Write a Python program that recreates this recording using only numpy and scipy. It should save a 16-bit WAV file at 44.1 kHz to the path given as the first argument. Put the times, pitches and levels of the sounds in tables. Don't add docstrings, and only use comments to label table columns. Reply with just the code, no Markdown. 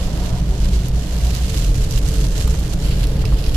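import sys
import numpy as np
from scipy import signal
from scipy.fft import rfft, irfft, next_fast_len
from scipy.io import wavfile
from scipy.ndimage import map_coordinates

SR = 44100
rng = np.random.default_rng(int(sys.argv[2]) if len(sys.argv) > 2 else 0)


def transcribe(signal):
    frames = np.atleast_2d(signal).T
    limited = np.clip(frames, -1, 1)
    pcm = np.round(limited * 32767).astype(np.int16)
    wavfile.write(sys.argv[1], SR, pcm)


N = 156996

TOP_HZ = 14000
WHINE_WANDER = 0.0108


def amp(db):
    return 10 ** (np.asarray(db) / 20)


def unit(x):
    return x / np.sqrt(np.mean(x ** 2) + 1e-20)


def along(points, hz):
    f, v = np.transpose(points)
    return np.interp(np.log(hz + 1), np.log(f + 1), v)


def curves(rows):
    s, *cols = np.transpose(rows)
    return [np.interp(np.arange(N) / SR, s, c) for c in cols]


def wobble(rate):
    knots = rng.standard_normal(int(N * rate / SR) + 4)
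    return map_coordinates(knots, [np.arange(N) * rate / SR])


def filtered(x, response):
    m = next_fast_len(N + SR // 2)
    return irfft(rfft(x, m) * response(np.fft.rfftfreq(m, 1 / SR)), m)[..., :N]


def coloured(x, spectrum):
    return unit(filtered(x, lambda hz: amp(along(spectrum, hz))))


def pan(db):
    return amp(np.array([[db], [-db]]) / 2)


def tone(hz):
    return np.sqrt(2) * np.sin(2 * np.pi * (np.cumsum(hz) / SR + rng.random()))


def steady_tone(hz):
    return tone(np.full(N, hz))


def decay(start, t60):
    t = np.arange(N) / SR - start
    return (t >= 0) * np.exp(-np.log(1000) * np.abs(t) / t60)


def window():
    # time in seconds, level in dB.
    window_level = [(0, -51), (.35, -44), (.6, -55), (1, -73)]
    # frequency in Hz, relative level in dB.
    window_colour = [(100, -10), (280, 7), (450, -5), (690, -6), (1000, -7), (1400, -8), (2200, -20),
                     (6000, -33)]
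    side_db = -16
    level_db, = curves(window_level)
    air = coloured(rng.standard_normal((2, N)), window_colour)
    return amp(level_db) * pan(side_db) * air


def hums():
    # pitch in Hz, level in dB before the fade and the wobble.
    hum_tones = [(180, -34.5), (296, -48.5), (379, -45.5)]
    fade_start_s, fade_end_s = 0.86, 1.6
    fade, = curves([(fade_start_s, 1), (fade_end_s, 0)])
    out = np.zeros(N)
    for hz, db in hum_tones:
        gain = fade * amp(db + 3.26 * wobble(9.46))
        out += gain * tone(hz * (1 + WHINE_WANDER * wobble(25.66)))
    return out


def whine():
    # time in seconds, level in dB that the partials are set against.
    whine_level = [(0, -50.5), (1.25, -50), (1.42, -42.5), (1.7, -42.5), (2.05, -41), (2.24, -38),
                   (2.30, -42), (2.37, -40.5), (2.47, -40), (2.9, -44), (3.26, -41), (3.43, -39.5),
                   (3.56, -45)]
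    # multiple of the base pitch, relative level in dB.
    partials = [(2, -0.5), (3, -1)]
    base_hz, flutter_depth = 146.8, 0.66
    level_db, = curves(whine_level)
    speed = 1 + WHINE_WANDER * wobble(60)
    out = np.zeros(N)
    for multiple, db in partials:
        flutter = 1 + flutter_depth * wobble(30)
        out += amp(level_db + db) * unit(flutter * tone(multiple * base_hz * speed))
    return out


def roar():
    # time in seconds, level in dB of the noise.
    roar_level = [(0, -42.5), (.27, -41.5), (.36, -40), (.43, -49), (.54, -44), (.7, -52), (.9, -54),
                  (.98, -44), (1.07, -50.5), (1.14, -43), (1.19, -49), (1.26, -41), (1.33, -46), (1.4, -44),
                  (1.52, -56), (2.7, -59), (3.3, -50), (3.56, -48)]
    # frequency in Hz, relative level in dB.
    roar_colour = [(350, -28), (530, -15), (600, -4.5), (645, -0.5), (680, -8), (720, -1), (790, -10.5),
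                   (870, -15), (945, -5.5), (1100, -15), (1800, -47)]
    sing_hz, sing_db = 720, -7
    level_db, = curves(roar_level)
    noise = coloured(rng.standard_normal(N), roar_colour)
    pitch_hz = sing_hz * (1 + 0.0041 * wobble(24.4))
    sing = amp(sing_db + 0.92 * wobble(11)) * tone(pitch_hz)
    return amp(level_db) * (noise + sing)


def swish():
    # time in seconds, level in dB.
    swish_level = [(2.8, -65), (2.87, -51), (2.925, -33), (2.96, -50), (3.01, -59), (3.045, -33),
                   (3.06, -55), (3.2, -75)]
    # frequency in Hz, relative level in dB.
    swish_colour = [(800, -22), (2300, -4), (2900, 0), (3700, -6), (4400, 1), (5100, -11), (6000, -18),
                    (14000, -35)]
    level_db, = curves(swish_level)
    rub = coloured(rng.standard_normal((2, N)), swish_colour)
    return amp(level_db) * pan(-3) * rub


def flicks():
    # start in seconds, starting level of the rub in dB, of the blade's ring in dB.
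    flick_hits = [(3.253, -26, -31), (3.388, -30, -39), (3.44, -28, -40), (3.463, -27.5, -45)]
    # frequency in Hz, relative level in dB.
    flick_colour = [(600, -20), (1700, -12), (2350, 2), (2700, 4), (3150, -1), (4100, 1), (5000, 5),
                    (7000, -11), (14000, -14)]
    t60_s, side_db, ring_hz = 0.028, -9.5, 2689
    rub = coloured(rng.standard_normal((2, N)), flick_colour)
    out = np.zeros((2, N))
    for s, rub_db, ring_db in flick_hits:
        sound = amp(rub_db) * rub + amp(ring_db) * steady_tone(ring_hz)
        out += pan(side_db) * decay(s, t60_s) * sound
    return out


def knocks():
    # start in seconds, level in dB that the resonances are set against, left-right difference in dB.
    knock_hits = [(2.475, -31.5, 10), (2.543, -36, 6), (3.238, -31.5, -16), (3.321, -31.5, -11)]
    # resonance in Hz, relative level in dB, time to fall 60 dB in seconds.
    linkage_modes = [(576, -9, .04), (870, -6, 0.035), (1060, -7.5, 0.048), (1198, -6.5, 0.053),
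                     (1330, -4, 0.027), (1920, -9, 0.025)]
    attack_s = 0.0014
    out = np.zeros((2, N))
    for s, db, side_db in knock_hits:
        ring = np.zeros(N)
        for hz, mode_db, t60 in linkage_modes:
            ring += amp(mode_db) * decay(s, t60) * steady_tone(hz)
        onset = 1 - decay(s, attack_s * np.log(1000))
        out += amp(db) * pan(side_db) * ring * onset
    return out


def grit():
    # start in seconds, relative level in dB, left-right difference in dB, brightness in dB per octave.
    grains = [(.885, -16, -5, 10), (1.187, -24, -3, -2), (1.351, -14, -12, -1), (1.499, -21, -5, -6),
              (1.507, -20, -6, -10), (1.576, -17, -12, 0), (1.641, -21, -5, 2), (1.760, -24, -6, 0),
              (1.911, -17, -13, 4), (1.925, -20, -11, -1), (1.960, -22, -7, -3), (1.976, -14, -8, -7),
              (1.988, -16, -8, 5), (2.063, -25, -10, -5), (2.141, -17, -8, 2), (2.165, -27, -5, 3),
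              (2.38, -21, -8, 0), (2.411, -14, -7, -4), (2.478, -16, -6, 5), (2.596, -20, -6, 2),
              (2.639, -23, -11, -11), (2.711, -24, -7, 2), (2.817, -29, -5, 7), (3.040, -18, -6, -1),
              (3.071, -21, -4, 3)]
    # frequency in Hz, relative level in dB before the brightness tilt.
    grit_colour = [(500, -43), (2500, -4), (5500, 6.5), (9000, -3), (14000, -5.5)]
    grit_db, rattle_t60_s = -7, 0.0039
    crack_db, crack_t60_s = 6, .0006
    size = 2048
    t = np.arange(size) / SR - size / SR / 2
    hz = np.fft.rfftfreq(size, 1 / SR)

    def fall(t60):
        return np.exp(-np.log(1000) * np.abs(t) / t60)

    envelope = (t >= 0) * (fall(rattle_t60_s) + amp(crack_db) * fall(crack_t60_s))
    out = np.zeros((2, N + SR))
    for s, db, side_db, bright_db in grains:
        tilt_db = bright_db * np.log2(np.clip(hz, 1, TOP_HZ))
        colour = unit(amp(along(grit_colour, hz) + tilt_db))
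        burst = envelope * rng.choice([-1, 1], (2, size))
        start = round((s + t[0]) * SR)
        out[:, start:start + size] += amp(db + grit_db) * pan(side_db) * irfft(rfft(burst) * colour)
    return out[:, :N]


def splats():
    per_s, t60_s = 190, 0.028
    hits = (rng.random(N) < per_s / SR) * rng.uniform(.4, 1, N)
    heap = signal.fftconvolve(hits, decay(0, t60_s))[:N]
    return unit(heap - heap.mean())


def mist_and_drops():
    drops_per_s, spread_db = 1500, 3.5
    drop_share = 0.34
    sizes = amp(spread_db * np.minimum(rng.exponential(size=N), 4))
    drops = unit((rng.random(N) < drops_per_s / SR) * sizes * rng.choice([-1, 1], N))
    mist = rng.standard_normal(N)
    return np.sqrt(drop_share) * drops + np.sqrt(1 - drop_share) * mist


def below(x, edge_hz):
    return filtered(x, lambda hz: 1 / (1 + (hz / edge_hz) ** 20))


def slush():
    # time in seconds, level in dB before flutter and the offset of each side.
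    spray_level = [(0.03, -36.5), (0.17, -41), (0.25, -34.5), (0.34, -43), (0.38, -37.5), (0.41, -43.5),
                   (0.59, -40), (0.61, -36.5), (0.65, -38.5), (0.67, -37.5), (0.71, -39), (0.745, -33.5),
                   (0.77, -38.5), (0.82, -39), (0.86, -36.5), (0.90, -44), (0.928, -45), (0.96, -37),
                   (0.97, -39), (1.35, -34), (1.44, -35.5), (1.49, -37.5), (1.51, -33), (1.52, -35),
                   (1.6, -32.5), (1.67, -35.5), (1.73, -41.5), (1.76, -35.5), (1.78, -39), (1.82, -35.5),
                   (1.89, -39.5), (1.91, -36), (1.99, -32.5), (2.0, -42), (2.03, -42), (2.06, -36),
                   (2.25, -35.5), (2.3, -42), (2.36, -35.5), (2.39, -32.5), (2.42, -33.5), (2.46, -40.5),
                   (2.48, -36.5), (2.62, -40.5), (2.64, -38), (2.7, -41.5), (2.74, -34.5), (2.75, -45),
                   (2.76, -44.5), (2.85, -33.5), (2.93, -38.5), (3.0, -36.5), (3.04, -35), (3.06, -41.5),
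                   (3.09, -38), (3.19, -42.5), (3.22, -35), (3.24, -44.5), (3.27, -37.5), (3.29, -42),
                   (3.48, -35.5), (3.51, -36.5), (3.53, -42), (3.55, -31.5)]
    # time in seconds, treble level in dB on the left, on the right, before its flicker.
    treble_level = [(0, 0, -4), (.6, 0, -3.5), (1.2, 1.5, -3.5), (1.6, 2, -1.5), (2.4, 2, -0.5),
                    (2.73, -1, -1.5), (2.9, 6, -7), (3.2, 2.5, -9.5), (3.5, 3, -8)]
    # time in seconds, level in dB of the finest fizz against the spray.
    fizz_level = [(0, -3), (.5, -3.5), (.8, -3), (1.6, -0.5), (2.6, -1), (2.9, -1), (3.2, -2), (3.5, -1.5)]
    # frequency in Hz, relative level in dB.
    left_colour = [(300, -36), (1000, -3.5), (1600, -0.5), (2250, -3), (3100, -8.5), (4300, 0.5),
                   (5500, -10), (6200, -14), (7300, -4), (8600, -13), (11800, -3.5), (14000, -11.5)]
    right_colour = [(300, -2.5), (1000, -7.5), (1600, -5.5), (2200, -6), (2900, 1.5), (3700, -0.5),
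                    (5200, -0.5), (6500, 1.5), (8700, -4.5), (10000, -7), (11200, -9.5), (14000, -14)]
    left_db, right_db = -1.5, 5.5
    treble_hz, fizz_hz = 5530, 9400
    splat_db, spatter_db, flicker_db = 1.39, 1.4, 0.8
    level_db, = curves(spray_level)
    fizz_db, = curves(fizz_level)
    left_treble_db, right_treble_db = curves(treble_level)
    surge_db = level_db + splat_db * splats() + spatter_db * wobble(301.6)
    sides = []
    for colour, side_db, treble_db in ((left_colour, left_db, left_treble_db),
                                       (right_colour, right_db, right_treble_db)):
        spray = coloured(mist_and_drops(), colour)
        body = below(spray, treble_hz)
        fizz = spray - below(spray, fizz_hz)
        treble = spray - body - fizz
        treble_gain = amp(treble_db + flicker_db * wobble(60))
        mixed = body + treble_gain * treble + amp(fizz_db) * fizz
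        sides.append(amp(surge_db + side_db) * mixed)
    return np.array(sides)


def throb():
    # time in seconds, level in dB before the offset below.
    throb_level = [(0.0, -46), (0.05, -39), (0.18, -39), (0.21, -51), (0.32, -20.5), (0.39, -24),
                   (0.45, -33), (0.56, -25.5), (0.82, -31), (0.87, -21.5), (1.05, -28.5), (1.1, -24),
                   (1.15, -32), (1.65, -24.5), (1.66, -30), (1.73, -20.5), (1.91, -29), (1.94, -16.5),
                   (2.05, -33), (2.09, -21), (2.14, -33), (2.25, -21), (2.28, -37), (2.39, -19.5),
                   (2.42, -34), (2.54, -27.5), (2.62, -34), (2.65, -24.5), (2.76, -35), (2.78, -24),
                   (3.06, -22.5), (3.08, -27), (3.31, -20), (3.34, -32), (3.53, -29), (3.56, -31)]
    throb_hz, drift_hz, throb_db = 127.2, 7.9, -2.5
    level_db, = curves(throb_level)
    return amp(level_db + throb_db) * tone(throb_hz + drift_hz * wobble(35))


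def road():
    # frequency in Hz, relative level in dB per Hz.
    road_colour = [(10, -14), (18, -1), (26, -3.5), (33, -2.5), (42, -8), (52, -12.5), (64, -9), (78, -7.5),
                   (100, -12.5), (128, -14), (156, -14), (176, -12), (210, -23), (270, -27), (310, -24),
                   (350, -31), (440, -27.5), (480, -30.5), (525, -28.5), (680, -35), (1000, -42.5),
                   (2000, -47), (5000, -53.5), (14000, -69)]
    # frequency in Hz, likeness of left and right (1 is identical).
    road_alike = [(50, 0.97), (130, 1), (300, 0.94), (650, 0.84), (1300, 0.54), (4000, 0.042)]
    # time in seconds, level in dB before the offset below.
    road_level = [(0, -22), (.3, -23), (.6, -24), (1.2, -24.5), (2.2, -22.5), (3.25, -22), (3.56, -24)]
    road_db = 3.5

    def mid_side_response(hz):
        angle = np.arccos(np.clip(along(road_alike, hz), -1, 1)) / 2
        return amp(along(road_colour, hz)) * np.array([np.cos(angle), np.sin(angle)])

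    level_db, = curves(road_level)
    mid, side = filtered(rng.standard_normal((2, N)), mid_side_response)
    return amp(level_db + road_db) * unit(np.array([mid + side, mid - side]))


def boom():
    # time in seconds, level in dB before the offset below.
    boom_level = [(0.0, -29), (0.06, -33), (0.14, -21), (0.16, -17.5), (0.35, -33.5), (0.43, -16),
                  (0.47, -30), (0.5, -12), (0.56, -27), (0.6, -16), (0.64, -14), (0.71, -22), (0.75, -11.5),
                  (0.89, -29), (0.95, -12.5), (1.04, -25), (1.18, -19), (1.2, -24), (1.25, -13),
                  (1.38, -23), (1.42, -17), (1.46, -16), (1.5, -32), (1.57, -15), (1.63, -27),
                  (1.66, -13.5), (1.72, -12.5), (1.76, -26), (1.8, -13), (1.82, -15), (1.93, -28),
                  (1.96, -16), (2.11, -18.5), (2.14, -23.5), (2.18, -15.5), (2.22, -16), (2.24, -15),
                  (2.32, -24), (2.36, -18), (2.41, -24), (2.46, -14.5), (2.51, -16), (2.56, -27),
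                  (2.62, -15), (2.69, -34), (2.75, -19), (2.81, -28), (2.85, -16), (2.95, -23),
                  (3.04, -13.5), (3.14, -25), (3.19, -13.5), (3.24, -31), (3.34, -10.5), (3.39, -23),
                  (3.43, -17), (3.45, -29), (3.49, -12), (3.53, -28), (3.56, -8)]
    # time in seconds, pitch in Hz before the drift.
    boom_pitch = [(0, 55.6), (.3, 56.6), (.55, 51.03), (.8, 51), (1.0, 55.93), (1.4, 57.2), (1.65, 44.9),
                  (2.1, 50), (2.32, 40.77), (2.5, 58), (2.75, 51.06), (2.97, 47.3), (3.2, 55), (3.4, 48.98),
                  (3.56, 55)]
    drift_hz, boom_db = 3.16, -.3
    level_db, = curves(boom_level)
    pitch_hz, = curves(boom_pitch)
    return amp(level_db + boom_db) * tone(pitch_hz + drift_hz * wobble(23.03))


def cabin():
    lag_s, side_db = .0001, -1
    inside = hums() + whine() + roar() + throb() + road() + boom()
    ears = np.array([[1], [-1]])
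    lagged = filtered(inside, lambda hz: np.exp(1j * np.pi * hz * lag_s * ears))
    return pan(side_db) * lagged


def scene():
    wipers = swish() + flicks() + knocks()
    return window() + wipers + grit() + slush() + cabin()


def record(dry):
    return filtered(dry, lambda hz: hz < TOP_HZ)


dry = scene()
out = record(dry)
transcribe(out)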